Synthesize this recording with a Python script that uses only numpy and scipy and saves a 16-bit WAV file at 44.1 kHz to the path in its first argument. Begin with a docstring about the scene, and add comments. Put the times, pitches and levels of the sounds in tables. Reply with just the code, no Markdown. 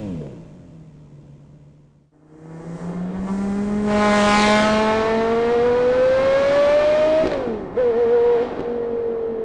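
"""Beside a brick wall a ten-cylinder sports car with straight pipes drops from a blip to idle and fades out.
At a roadside, faded in next, it pulls past at full throttle, overloading the microphone, lifts off with
crackles for a gear change, pulls again far away, lifts again and cruises on.
Exhaust is summed from phase-locked orders, filtered firing pulses and noise puffs; pops are decaying modes
and noise cracks; tyres and rumble are coloured noise. Decaying-noise echoes and moving nulls place the car."""
import sys
import numpy as np
from scipy import signal
from scipy.fft import rfft, irfft
from scipy.io import wavfile
from scipy.ndimage import uniform_filter1d, map_coordinates

SR = 44100
rng = np.random.default_rng(int(sys.argv[2]) if len(sys.argv) > 2 else 0)


def to_wav(s):
    """Save 16-bit WAV."""
    ch = np.atleast_2d(s).T  # columns
    pcm = np.round(np.clip(ch, -1, 1) * 32767)  # PCM
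    wavfile.write(sys.argv[1], SR, pcm.astype(np.int16))


N = 416304  # samples

# Source levels below are relative, ahead of echo and microphone. An order is a multiple of one bank's
# firing rate. A half-length is the time from a swell's peak to 1/e.

# Parked: falling firing rate of one bank: (time [s], rate [Hz])
COAST = [(0, 111.6), (.1, 92.25), (.17, 80), (.25, 71.2), (.33, 61.16), (.5, 50.2), (.58, 44.4), (.7, 42.6),
         (.82, 38.84), (1.15, 35.7), (2.05, 36.65)]
# Resonances of the parked car's pipe: (frequency [Hz], gain [dB])
IDLE_PIPE = [(30, -20), (70, -3.5), (110, -4.5), (150, 11.5), (210, -4), (280, -4), (380, -12.5),
             (520, -10.5), (620, -12), (720, -28.5), (950, -22.5), (1200, -39.5), (1900, -50),
             (2900, -47.5), (4500, -58.5)]
# Spectrum of the idle clatter: (frequency [Hz], gain [dB])
CLATTER_SPECTRUM = [(500, 5), (900, 7), (1400, -1), (2000, -3.5), (2500, -9.5), (3100, -9.5), (3700, -11),
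                    (5500, -11), (7400, -9.5), (10000, -25)]
# Spectrum of the idle rasp: (frequency [Hz], gain [dB])
IDLE_RASP = [(1200, -22), (2400, 2), (3300, -1.5), (4200, -12.5), (8000, -22)]
# Spectrum of low rumble, parked and on the road: (frequency [Hz], gain [dB])
RUMBLE_SPECTRUM = [(15, -3.5), (40, -0.5), (90, -2), (170, -2), (300, -3.5), (700, -31.5), (2000, -67.5)]
# Parked layers, by name: (level at idle [dB], rise with revs [dB/octave], highest level [dB])
IDLE_LAYERS = {"exhaust": (-46, 9.3, -34), "clatter": (-64, 9.1, -50), "rasp": (-76, 13.4, -51),
               "rumble": (-53, 7.6, -40)}
# Boom as the falling rate sweeps the pipes: (order, level [dB])
BLIP_BOOM = [(1, -14), (2, 0), (3, -5), (5, -12)]
# Unburnt fuel pops in the pipes: (time [s], crack level [dB], thump relative to crack [dB])
POPS = [(0.216, -50, 19), (0.267, -45, 14.5), (0.3313, -53.5, 20.5), (7.238, -34.5, 18.5),
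        (7.2558, -23, 12), (7.2718, -18, 1), (7.3158, -23, -2), (7.3336, -23.5, -2.5), (7.377, -33.5, 7),
        (7.476, -37.5, 13), (8.526, -41, 10.5), (8.5674, -40, 14), (8.594, -35.5, 15.5),
        (8.6051, -32.5, 12.5)]
# Ringing modes of a pop, before random detuning: (frequency [Hz], level [dB], decay by 60 dB [s])
POP_MODES = [(300, 3, 0.061), (350, 9, 0.052), (560, -9, 0.016)]
# Spectrum of the gargle in the pipes: (frequency [Hz], gain [dB])
BURBLE_SPECTRUM = [(250, -32), (460, 10), (600, 0), (800, -21), (3000, -48)]
# Spectrum of the background hiss: (frequency [Hz], gain [dB])
FLOOR_SPECTRUM = [(100, 6.5), (600, 0.5), (2000, -10), (8000, -16), (10000, -21.5)]

# On the road: firing rate of one bank, before driveline swings: (time [s], rate [Hz])
SPEED = [(2.1, 148.1), (2.95, 175.4), (3.35, 196.3), (3.53, 199.8), (3.7, 206.4), (3.87, 209.3),
         (4.27, 206.9), (4.75, 214.5), (5.3, 227.9), (5.9, 250.2), (7.24, 319.2), (7.5, 227.6),
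         (7.72, 168.5), (7.76, 209), (7.795, 258.8), (7.845, 244.8), (7.92, 233.5), (8.3, 239.1),
         (8.65, 238.8), (9.44, 224.4)]
# Jolts that set the driveline swinging: (time [s], swing of the firing rate [Hz])
JOLTS = [(5.489, 5), (7.905, -12.5), (8.351, -10.5)]
# Throttle openings: (open from [s], open until [s], load [0-1], closing time [s])
THROTTLE = [(2.0, 3.26, .45, .035), (3.26, 7.228, 1, .03), (7.31, 7.5, .33, .22), (7.75, 8.42, 1, .06),
            (8.622, 9.5, .63, .05)]
# Exhaust reaching the roadside; it leaps as the pipes come into view: (time [s], exposure [dB])
EXPOSURE = [(2.2, -29), (2.8, -22.5), (3.1, -22.5), (3.32, -23), (3.84, -21), (3.91, -10), (4.03, -7),
            (4.42, -1), (4.9, -9), (5.3, -14), (5.85, -16.5), (6.55, -14), (7.2, -19), (7.7, -21.5),
            (8.42, -17.5), (8.8, -25.5), (9.44, -28)]
# Road layers, by name: (level [dB], share of exposure, rise with revs [dB/octave],
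# drop off the throttle [dB], loss behind the car's body, negative for a gain [dB])
ROAD_LAYERS = {"boom": (-17, 0.2954, 3, 1, -3.5), "howl": (-17.1, .05, 0, 19, 8),
               "third": (-16, 1.14, -1.5, 8.5, 6.5), "fourth": (-13.5, 1.78, 1.5, 16, -4),
               "lope": (-29, 0.44, 10, -5, -1), "blare": (-18.5, 1, 7.5, 6, 3.5),
               "rasp": (-24, 1.4354, 21.5, 1.5, -0.5)}
# Low road and air rumble: (time [s], level [dB])
RUMBLE_LEVEL = [(2.5, -47), (4.1, -32), (5.24, -36.5), (6.11, -34.5), (9.44, -45)]
# Tyre and intake hiss: (time [s], level [dB])
HISS_LEVEL = [(2.2, -67.5), (2.8, -57), (3.1, -68), (3.32, -53.5), (3.8, -55), (4.2, -39), (4.6, -42.5),
              (5.2, -76.5), (9.44, -82.5)]
# Spectrum of that hiss: (frequency [Hz], gain [dB])
TYRE_SPECTRUM = [(2000, -21), (5000, -4.5), (6500, -2), (7700, -1.5), (9000, -7), (10300, -21.5)]
# Pipe resonances met by passing orders: (frequency [Hz], gain [dB])
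PIPE = [(150, -8), (177, -3), (207, -1.5), (228, -6), (255, -13), (295, -15), (320, -10), (350, -20),
        (395, -13), (418, -9), (445, -5.5), (466, -1), (560, 1), (650, 1), (695, 3), (730, 1), (780, -13),
        (850, -12), (905, -17), (950, -6), (1040, -12), (1120, -18), (1300, -25)]
# Brief dips of the boom as the car gathers way: (time [s], depth [dB])
DIPS = [(2.38, 18), (2.63, 7), (2.79, 23), (2.935, 9), (3.125, 10), (3.285, 10)]
# Momentary flares of low orders, negative when sinking: (time [s], half-length [s], order, rise [dB])
FLARES = [(2.2, .2, 1, -4), (2.42, .25, 3, 8), (4.15, .35, 2, 3), (6.05, .25, 4, 7), (6.95, .25, 1, 4),
          (7.68, .14, 1, -13), (7.79, .04, 4, 17), (8.15, .3, 2, 2), (8.22, .3, 4, 17), (9.2, .4, 1, 2),
          (9.25, .4, 2, 3.5)]
# Spectrum of the brassy firing pulses: (frequency [Hz], gain [dB])
BLARE_SPECTRUM = [(550, -44.5), (720, 0.5), (850, 5), (1080, 5.5), (1270, 3), (1480, -2), (1700, -2.5),
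                  (2100, -3), (2600, -17), (4000, -30.5), (8000, -63)]
# Spectrum of the gas noise beneath them: (frequency [Hz], gain [dB])
ROAR_SPECTRUM = [(200, -13), (500, 0.5), (850, -1), (1300, -2.5), (1800, -4.5), (2300, -13), (3200, -18.5),
                 (6000, -57.5)]
# Spectrum of the rasp: (frequency [Hz], gain [dB])
RASP_SPECTRUM = [(1400, -32.5), (2100, 6.5), (2700, 2.5), (3700, 1), (5000, -4.5), (7200, -12), (8500, -17),
                 (10000, -26)]
# Colour from far down the road: (frequency [Hz], gain [dB])
AIR = [(900, 1.5), (1180, -1.5), (1750, -3), (3500, -5.5), (5000, -8.5), (8000, -14)]
# Spectrum of unequal cylinders and gas noise: (frequency [Hz], gain [dB])
LOPE_SPECTRUM = [(60, -20.5), (170, -11), (270, 1), (330, -0.5), (420, 0), (540, -3), (700, -3.5),
                 (900, -10), (1600, -23.5), (3000, -67)]
# Short exhaust barks around throttle changes: (time [s], half-length [s], level [dB])
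BARKS = [(3.167, .025, -40), (3.287, 0.024, -34.5), (7.794, 0.037, -42), (8.414, .03, -42.5)]
# Spectrum of a bark: (frequency [Hz], gain [dB])
BARK_SPECTRUM = [(350, -22), (650, 6), (1050, 5), (1400, -6), (2000, -14), (3500, -25), (9000, -54)]
# Growl under load: (order, level [dB])
GROWL_ORDERS = [(4, -1), (5, -5), (6, -1), (7, -5.5), (8, -5.5), (9, -7.5), (10, -13)]
# Its swells after the throttle opens: (time [s], half-length [s], level [dB])
GROWLS = [(3.48, .22, -49), (7.8, .04, -44)]
# Reflection off the verge: (time [s], delay [ms], strength [ratio])
VERGE = [(4.15, .3, 0), (4.33, .4, .6), (4.46, .51, .7), (4.6, .6, .55), (4.8, .73, .3), (5.0, .85, 0)]
# High orders sing out far behind the car: (order, level [dB])
SONG_ORDERS = [(3.2, -9), (5, -6), (5.2, -6), (6, 1.5), (7, -14), (8, -5), (9, -16), (11, -20)]
# Pipes drone during the gear change: (order, level [dB])
OVERRUN_ORDERS = [(1, -10), (1.6, -4), (2, 0), (2.6, -14)]

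IDLE_HZ, MID_REVS_HZ = 36.4, 230  # reference firing rates of one bank
IDLE_ROUGH, IDLE_ODD_DB = .5, -9  # share of rough gas; change of odd orders at idle
BLIP_BOOM_S, BLIP_BOOM_HALF_S, BLIP_BOOM_DB = .1, .12, -35
FLOOR_DB = -77.5
CUT_S, GAP_S, FADE_FLOOR = 2.11, 0.031, 0.14  # change of place; ramp to silence on each side; least fade gain
FADE_OUT_S, FADE_IN_S, FADE_OUT_SHAPE, FADE_IN_SHAPE = 0.86, 0.78, 0.6, 1  # lengths and exponents
OPEN_S = 0.022  # throttle opening time
SHUDDER_HZ, SHUDDER_S = 7.39, 0.18  # rate and 1/e decay time of the driveline swing
SCREEN_S, SCREEN_HALF_S = 3.33, 0.44  # the approaching car's body stands between pipes and microphone
PASS_S, APPROACH_S, RECEDE_S = 4.37, 18, 5.3  # the pass; time to full remoteness ahead and behind
# share of the blare that is clean pulses: value at 0 dB exposure, change per dB, loss far away
CLEAN_NEAR, CLEAN_PER_DB, CLEAN_FAR_LOSS = .89, .018, .8
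DIP_HALF_S = 0.015
BOOM_FAR_LOSS_DB, BOOM_FLUTTER = 10.5, 2.4  # far away the boom is weaker and flutters
BUMP_S, BUMP_HZ, BUMP_HALF_S, BUMP_DB = 3.195, 54.8, 0.0092, -27.5
# a reflection cancels a band that sinks as the car passes; width in natural-log frequency
NULL_HZ, NULL_SINK_S, NULL_WIDTH, NULL_DB = 645, 0.67, 0.13, 17
HOLLOW_HZ, HOLLOW_SINK_S, HOLLOW_DB = 1646, 0.54, 7.5  # a higher null
NEAR_HALF_S, NEAR_ECHO_LOSS, NEAR_DIRECT_GAIN = 0.41, 0.6, 0.32  # direct sound outweighs echo at the pass
SONG_S, SONG_HALF_S, SONG_DB = 6.48, .7, -40
OVERRUN_S, OVERRUN_HALF_S, OVERRUN_DB = 7.45, .24, -31
TOP_HZ = 10300  # band limit


def amp(db):
    """The decibel relation: amplitude ratio of a level."""
    return 10 ** (np.asarray(db) / 20)


def unit(x):
    """Normalisation of mean power: x at rms 1."""
    return x / np.sqrt(np.mean(x ** 2) + 1e-20)


def steady(x):
    """Short-time power normalisation: x held at rms 1 over a moving 91 ms window."""
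    power = np.abs(uniform_filter1d(x ** 2, size=4000))
    return x / np.sqrt(power + 1e-12)


def curves(rows):
    """Linear interpolation: one value per sample for each column after the time."""
    s, *cols = np.transpose(rows)
    return [np.interp(np.arange(N) / SR, s, c) for c in cols]


def wobble(rate):
    """Band-limited fluctuation: a smooth random curve with rate knots a second."""
    knots = rng.standard_normal(int(N * rate / SR) + 4)
    coarse = np.arange(0, N, 32)
    return np.interp(np.arange(N), coarse, map_coordinates(knots, [coarse * rate / SR]))


def swell(at_s, half_s):
    """Gaussian envelope: a bell-shaped rise and fall, 0-1."""
    return np.exp(-((np.arange(N) / SR - at_s) / half_s) ** 2)


def colour(x, points):
    """Minimum-phase filtering: a causal response with the gain of (frequency [Hz], gain [dB]) points."""
    m = 8192
    hz, db = np.transpose(points)
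    gain = amp(np.interp(np.log(np.fft.rfftfreq(m, 1 / SR) + 1), np.log(hz), db))
    # folding the cepstrum onto positive time makes the response causal
    cepstrum = irfft(np.log(gain), m)
    cepstrum[1:m // 2] *= 2
    cepstrum[m // 2 + 1:] = 0
    response = irfft(np.exp(rfft(cepstrum)), m)[:m // 2]
    return signal.oaconvolve(x, response)[:N]


def noise(points):
    """Spectral shaping of white noise: coloured noise of rms 1."""
    return unit(colour(rng.standard_normal(N), points))


def orders(turns, rows, flutter_db, rate):
    """Harmonic synthesis: lines at multiples of the firing rate, each wavering in level on its own."""
    lines = [amp(db + flutter_db * wobble(rate)) * np.cos(2 * np.pi * order * turns + order ** 2)
             for order, db in rows]
    return np.sqrt(2) * sum(lines)


def firings(turns, pattern, scatter):
    """Periodic excitation: a pulse each whole turn, sized by a repeating cylinder pattern and by chance."""
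    count = np.arange(1, int(turns[-1]))
    at = np.interp(count, turns, np.arange(N))
    size = np.asarray(pattern)[count % len(pattern)] + scatter * rng.standard_normal(len(count))
    # a windowed sinc places each pulse between samples
    taps = at.astype(int)[:, None] + np.arange(-7, 9)
    lag = taps - at[:, None]
    shape = np.sinc(lag) * np.cos(np.pi * lag / 16) ** 2
    return np.bincount(np.clip(taps, 0, N - 1).ravel(), (size[:, None] * shape).ravel(), N)


def puffs(turns, depth):
    """Amplitude modulation: white noise swells once a turn, as gas leaves the pipe."""
    return rng.standard_normal(N) * np.exp(depth * np.cos(2 * np.pi * turns))


def ring(x, delay_ms, share):
    """All-pass recirculation: pulses bounce in the pipe, spread in time with their colour unchanged."""
    loop = np.r_[1, np.zeros(int(delay_ms * SR / 1000)), np.clip(share, 0, .8)]
    return signal.lfilter(loop[::-1], loop, x)


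def idle_exhaust(bank_turns, bank_hz, octaves):
    """Resonant emphasis: orders slide through the pipe's resonances, roughened by unequal firings and gas."""
    pipe_hz, pipe_db = np.transpose(IDLE_PIPE)
    # the odd orders fade as the banks even out at idle
    odd_db = IDLE_ODD_DB * np.clip(1 - octaves, 0, 1)
    stack = [(k, np.interp(k * bank_hz, pipe_hz, pipe_db) + k % 2 * odd_db) for k in range(1, 18)]
    turns = 2 * bank_turns
    uneven = firings(turns, [.5, -.1, .2, .1, -.3, -.1, -.3, .2, .3, -.3], scatter=0.25)
    gas = unit(ring(uneven, delay_ms=5.9, share=.5)) + unit(puffs(turns, depth=0.29))
    clear = steady(orders(bank_turns, stack, flutter_db=1.5, rate=13.5))
    return clear + IDLE_ROUGH * steady(colour(gas, IDLE_PIPE))


def blip_boom(bank_turns):
    """Passage through resonance: low orders boom briefly as the falling rate sweeps the pipes."""
    envelope = amp(BLIP_BOOM_DB) * swell(BLIP_BOOM_S, BLIP_BOOM_HALF_S)
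    return envelope * orders(bank_turns, BLIP_BOOM, flutter_db=3, rate=18)


def parked():
    """Source superposition: both banks fire in turn, with boom and rasp while the revs are high."""
    bank_hz, = curves(COAST)
    octaves = np.log2(bank_hz / IDLE_HZ)
    gain = {name: amp(np.minimum(db + rise * octaves, top_db))
            for name, (db, rise, top_db) in IDLE_LAYERS.items()}
    bank_turns = np.cumsum(bank_hz * (1 + .008 * wobble(14))) / SR
    turns = 2 * bank_turns
    layers = {"exhaust": idle_exhaust(bank_turns, bank_hz, octaves),
              "clatter": unit(colour(puffs(turns, depth=0.22), CLATTER_SPECTRUM)),
              "rasp": unit(colour(puffs(turns, depth=0.4), IDLE_RASP)),
              "rumble": noise(RUMBLE_SPECTRUM)}
    gargle = burble(turns, at_s=0.23, half_s=0.057, level_db=-36.5)
    return sum(gain[name] * layers[name] for name in layers) + blip_boom(bank_turns) + gargle


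def echo(x, t60):
    """Diffuse reverberation: convolution with decaying noise of unit energy."""
    t = np.arange(SR // 2) / SR
    tail = rng.standard_normal(len(t)) * amp(-60 * t / t60)
    return signal.fftconvolve(x, tail / np.linalg.norm(tail))[:N]


def surroundings(x, t60, wet_db, near=0):
    """Direct-to-reverberant ratio: a short scattered echo counts for less while the car is near."""
    scattered = colour(echo(x * (1 - NEAR_ECHO_LOSS * near), t60),
                       [(60, -9.5), (200, 0), (600, 3.0), (1200, 4), (3000, 3), (9000, -0.5)])
    return x * (1 + NEAR_DIRECT_GAIN * near) + amp(wet_db) * scattered


def background_hiss():
    """Stationary noise: a steady faint hiss."""
    return amp(FLOOR_DB) * noise(FLOOR_SPECTRUM)


def backfires():
    """Impulsive excitation: each pop is a sharp noise crack and a short modal ring of the pipe."""
    t = np.arange(SR // 10) / SR
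    cracks, thumps = np.zeros(N), np.zeros(N)
    for s, db, thump_db in POPS:
        start = round(s * SR)
        thump = sum(amp(level - 60 * t / t60) * np.sin(2 * np.pi * hz * rng.uniform(1.0, 1.1) * t)
                    for hz, level, t60 in POP_MODES)
        thumps[start:start + len(t)] += amp(db + thump_db - 8.5) * thump
        cracks[start:start + len(t)] += amp(db - 60 * t / 0.028) * rng.standard_normal(len(t))
    return thumps + colour(cracks, [(300, -2.5), (1500, 8.5), (4000, -3.0), (10000, -29.0)])


def burble(turns, at_s, half_s, level_db):
    """Modulated combustion noise: late-burning fuel gargles briefly in the pipes."""
    return amp(level_db) * swell(at_s, half_s) * unit(colour(puffs(turns, depth=0.72), BURBLE_SPECTRUM))


def fade(away_s, length_s, shape):
    """Power-law fading: gain grows with the time away from the change of place."""
    gap = np.clip(away_s / GAP_S, 0, 1)
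    return gap * np.maximum(np.clip(away_s / length_s, 0, 1) ** shape, FADE_FLOOR)


def throttle(t):
    """Piecewise-linear control: engine load 0-1 as the throttle opens, holds and closes."""
    total = 0
    for on, off, load, close_s in THROTTLE:
        opening = (t - on) / OPEN_S
        closing = 1 - (t - off) / close_s
        total = total + load * np.clip(np.minimum(opening, closing), 0, 1)
    return np.clip(total, 0, 1)


def shudder(t):
    """Damped oscillation: after each jolt the revs swing about their course and settle."""
    total = 0
    for s, swing in JOLTS:
        since = np.maximum(t - s, 0)
        total = total + swing * np.exp(-since / SHUDDER_S) * np.sin(2 * np.pi * SHUDDER_HZ * since)
    return total


def null(hz, t, null_hz, sink_s):
    """Destructive interference: depth 0-1 of a cancelled band that sinks as the car passes."""
    since = t - PASS_S
    off_null = np.log(hz / null_hz) + since / sink_s
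    return np.exp(-(off_null / NULL_WIDTH) ** 2 - (since / sink_s) ** 2)


def tone_db(hz):
    """Transfer function: pipe gain at an order's momentary frequency, less the sinking null."""
    pipe_hz, pipe_db = np.transpose(PIPE)
    resonance_db = np.interp(np.log(hz), np.log(pipe_hz), pipe_db)
    return resonance_db - NULL_DB * null(hz, np.arange(N) / SR, NULL_HZ, NULL_SINK_S)


def low_order(order, db, turns, bank_hz):
    """Harmonic radiation: one order with fixed phase, pipe gain, flares and a random waver."""
    flare_db = sum(rise * swell(s, half_s) for s, half_s, k, rise in FLARES if k == order)
    level_db = db + flare_db + tone_db(order * bank_hz) + 0.93 * wobble(22)
    return np.sqrt(2) * amp(level_db) * np.cos(2 * np.pi * order * turns + 1.347 * order ** 2)


def low_orders(turns, bank_hz, level, load, far):
    """Harmonic superposition: boom of one bank, howl of both, and the third and fourth orders."""
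    dips_db = sum(db * swell(s, DIP_HALF_S) for s, db in DIPS)
    boom_db = level["boom"] - dips_db - BOOM_FAR_LOSS_DB * far
    flutter = np.clip(BOOM_FLUTTER * far, 0, .9) * np.tanh(wobble(28))
    levels = [boom_db, level["howl"], level["third"], level["fourth"]]
    boom, howl, third, fourth = [low_order(order, db, turns, bank_hz) for order, db in enumerate(levels, 1)]
    # off the throttle the cylinders burn unevenly: the howl throbs over each five-cylinder cycle
    cycle = 2 * np.pi * turns / 5
    depth = np.minimum(.12 + 1.2 * (1 - load), .8)
    throb = depth * (.5 * np.cos(cycle) + .4 * np.sin(2 * cycle))
    return boom * (1 + flutter) + howl * (1 + throb) + third + fourth


def upper_orders(turns, blare_db, rasp_db, clean, far):
    """Broadband pulse excitation: sharp firings and puffs of gas make the brassy blare and the rasp."""
    near_bank = firings(turns, [1, 1.08, .9, 1.05, .95], scatter=.08)
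    # the second bank fires halfway between; far away both are heard and even orders lead
    pulses = near_bank + 0.76 * far * firings(turns + .5, [1], scatter=0.083)
    brass = steady(colour(ring(pulses, delay_ms=1.302, share=0.5), BLARE_SPECTRUM))
    blare = np.sqrt(clean) * brass * amp(1.5 + 1.8 * wobble(19) + 1.4 * wobble(90))
    roar = np.sqrt(1 - clean) * unit(colour(puffs(turns, depth=0.16), ROAR_SPECTRUM)) * amp(1.0)
    # close by, each firing stands out as a separate snap; distance smears them into hiss
    crisp = .8 * clean ** 2
    snaps = steady(colour(ring(pulses, delay_ms=.45, share=0.12), RASP_SPECTRUM))
    gas = steady(colour(puffs(turns, depth=.2 + .7 * crisp), RASP_SPECTRUM))
    rasp = np.sqrt(crisp) * snaps + np.sqrt(1 - crisp) * gas
    bright = amp(blare_db) * (blare + roar) + amp(rasp_db + 1.56 + 3.9 * far) * rasp
    return (1 - far) * bright + far * colour(bright, AIR)


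def uneven_lope(turns):
    """Subharmonic sidelines: five unequal cylinders give lines at fifths of the firing rate, over gas noise."""
    uneven = firings(turns, [0.85, 0.27, -0.053, -0.48, 0.09], scatter=0.5)
    sidelines = steady(colour(uneven, LOPE_SPECTRUM))
    return .7 * (sidelines + noise(LOPE_SPECTRUM)) * (1 - .5 * swell(PASS_S, .6))


def road_rumble():
    """Low-frequency turbulence: rumble of road and air."""
    return amp(curves(RUMBLE_LEVEL)[0]) * noise(RUMBLE_SPECTRUM)


def driving():
    """Source and path: exposure, revs and load set the exhaust layers, tied to the shaft."""
    t = np.arange(N) / SR
    bank_hz = curves(SPEED)[0] + shudder(t)
    exposure_db, = curves(EXPOSURE)
    load, octaves = throttle(t), np.log2(bank_hz / MID_REVS_HZ)
    screened = swell(SCREEN_S, SCREEN_HALF_S)
    level = {name: db + share * exposure_db + rise * octaves - drop * (1 - load) - loss * screened
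             for name, (db, share, rise, drop, loss) in ROAD_LAYERS.items()}
    far = np.clip(np.maximum((PASS_S - t) / APPROACH_S, (t - PASS_S) / RECEDE_S), 0, 1)
    exposed_clean = CLEAN_NEAR + CLEAN_PER_DB * exposure_db
    clean = np.clip(exposed_clean * (1 - CLEAN_FAR_LOSS * far) * (1 + load) / 2, 0, 1)
    turns = np.cumsum(bank_hz * (1 + 0.002513 * wobble(25) + 0.00199 * wobble(130))) / SR
    upper = passing(hollowed(upper_orders(turns, level["blare"], level["rasp"], clean, far)))
    roar = upper + amp(level["lope"]) * uneven_lope(turns) + road_rumble() + barks(turns)
    tones = low_orders(turns, bank_hz, level, load, far) + song(turns) + growl(turns, load) + overrun(turns)
    return tones, roar


def tyres():
    """Friction and flow noise: a high hiss ahead of the approaching car sinks to a faint floor behind it."""
    return amp(curves(HISS_LEVEL)[0]) * noise(TYRE_SPECTRUM)


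def barks(turns):
    """Transient excitation: short bursts of hard, uneven firings and gas."""
    burst = unit(firings(turns, [1], scatter=0.26)) + 0.57 * unit(puffs(turns, depth=0.48))
    envelope = sum(amp(db) * swell(s, half_s) for s, half_s, db in BARKS)
    return envelope * steady(colour(burst, BARK_SPECTRUM))


def bump():
    """Pressure pulse: one soft, low puff of air on the microphone."""
    since = np.arange(N) / SR - BUMP_S
    return amp(BUMP_DB) * swell(BUMP_S, BUMP_HALF_S) * np.cos(2 * np.pi * BUMP_HZ * since)


def growl(turns, load):
    """Load-dependent harmonics: the middle orders growl while the engine takes up load."""
    level = sum(amp(db) * swell(s, half_s) for s, half_s, db in GROWLS)
    return level * load ** 3 * orders(turns, GROWL_ORDERS, flutter_db=2.5, rate=30)


def passing(x):
    """Comb filtering: the verge reflects the treble, and its growing delay sweeps the comb downward."""
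    delay_ms, strength = curves(VERGE)
    treble = signal.sosfiltfilt(signal.butter(2, 1900, "high", fs=SR, output="sos"), x)
    return x + strength * map_coordinates(treble, [np.arange(N) - delay_ms * SR / 1000], order=1)


def hollowed(x):
    """Destructive interference: the reflection's higher null sweeps down through the blare."""
    hz, t, z = signal.stft(x, SR, nperseg=1024)
    gain = amp(-HOLLOW_DB * null(hz[:, None] + 1, t, HOLLOW_HZ, HOLLOW_SINK_S))
    return signal.istft(z * gain, SR, nperseg=1024)[1][:N]


def song(turns):
    """Harmonic prominence: a stack of high orders rides above the howl as the car draws away."""
    return amp(SONG_DB) * swell(SONG_S, SONG_HALF_S) * orders(turns, SONG_ORDERS, flutter_db=3.0, rate=35)


def overrun(turns):
    """Frequency tracking: the pipes drone unevenly as the revs fall for the gear change."""
    envelope = amp(OVERRUN_DB) * swell(OVERRUN_S, OVERRUN_HALF_S)
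    return envelope * orders(turns, OVERRUN_ORDERS, flutter_db=2.5, rate=55)


def scene():
    """Superposition: the parked car fades out, the roadside fades in; clear orders get little echo."""
    t = np.arange(N) / SR
    tones, roar = driving()
    fade_out = fade(CUT_S - t, FADE_OUT_S, FADE_OUT_SHAPE)
    fade_in = fade(t - CUT_S, FADE_IN_S, FADE_IN_SHAPE)
    forecourt = surroundings(fade_out * parked(), t60=0.38, wet_db=-11.0)
    direct = surroundings(fade_in * tones, t60=0.28, wet_db=-20)
    near = swell(PASS_S, NEAR_HALF_S)
    road = surroundings(fade_in * (roar + tyres()), t60=0.47, wet_db=-6.5, near=near)
    pops = surroundings(backfires(), t60=.3, wet_db=-12)
    return (forecourt + direct + road + pops + bump() + background_hiss())[None]


def record(dry):
    """Soft saturation: the microphone overloads at high level; nothing is kept above the band limit."""
    ceiling, knee = .31, 5  # greatest amplitude; sharpness of the bend
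    driven = amp(0.82) * dry
    clipped = driven / (1 + np.abs(driven / ceiling) ** knee) ** (1 / knee)
    return irfft(rfft(clipped) * (np.fft.rfftfreq(N, 1 / SR) < TOP_HZ), N)


dry = scene()
out = record(dry)
to_wav(out)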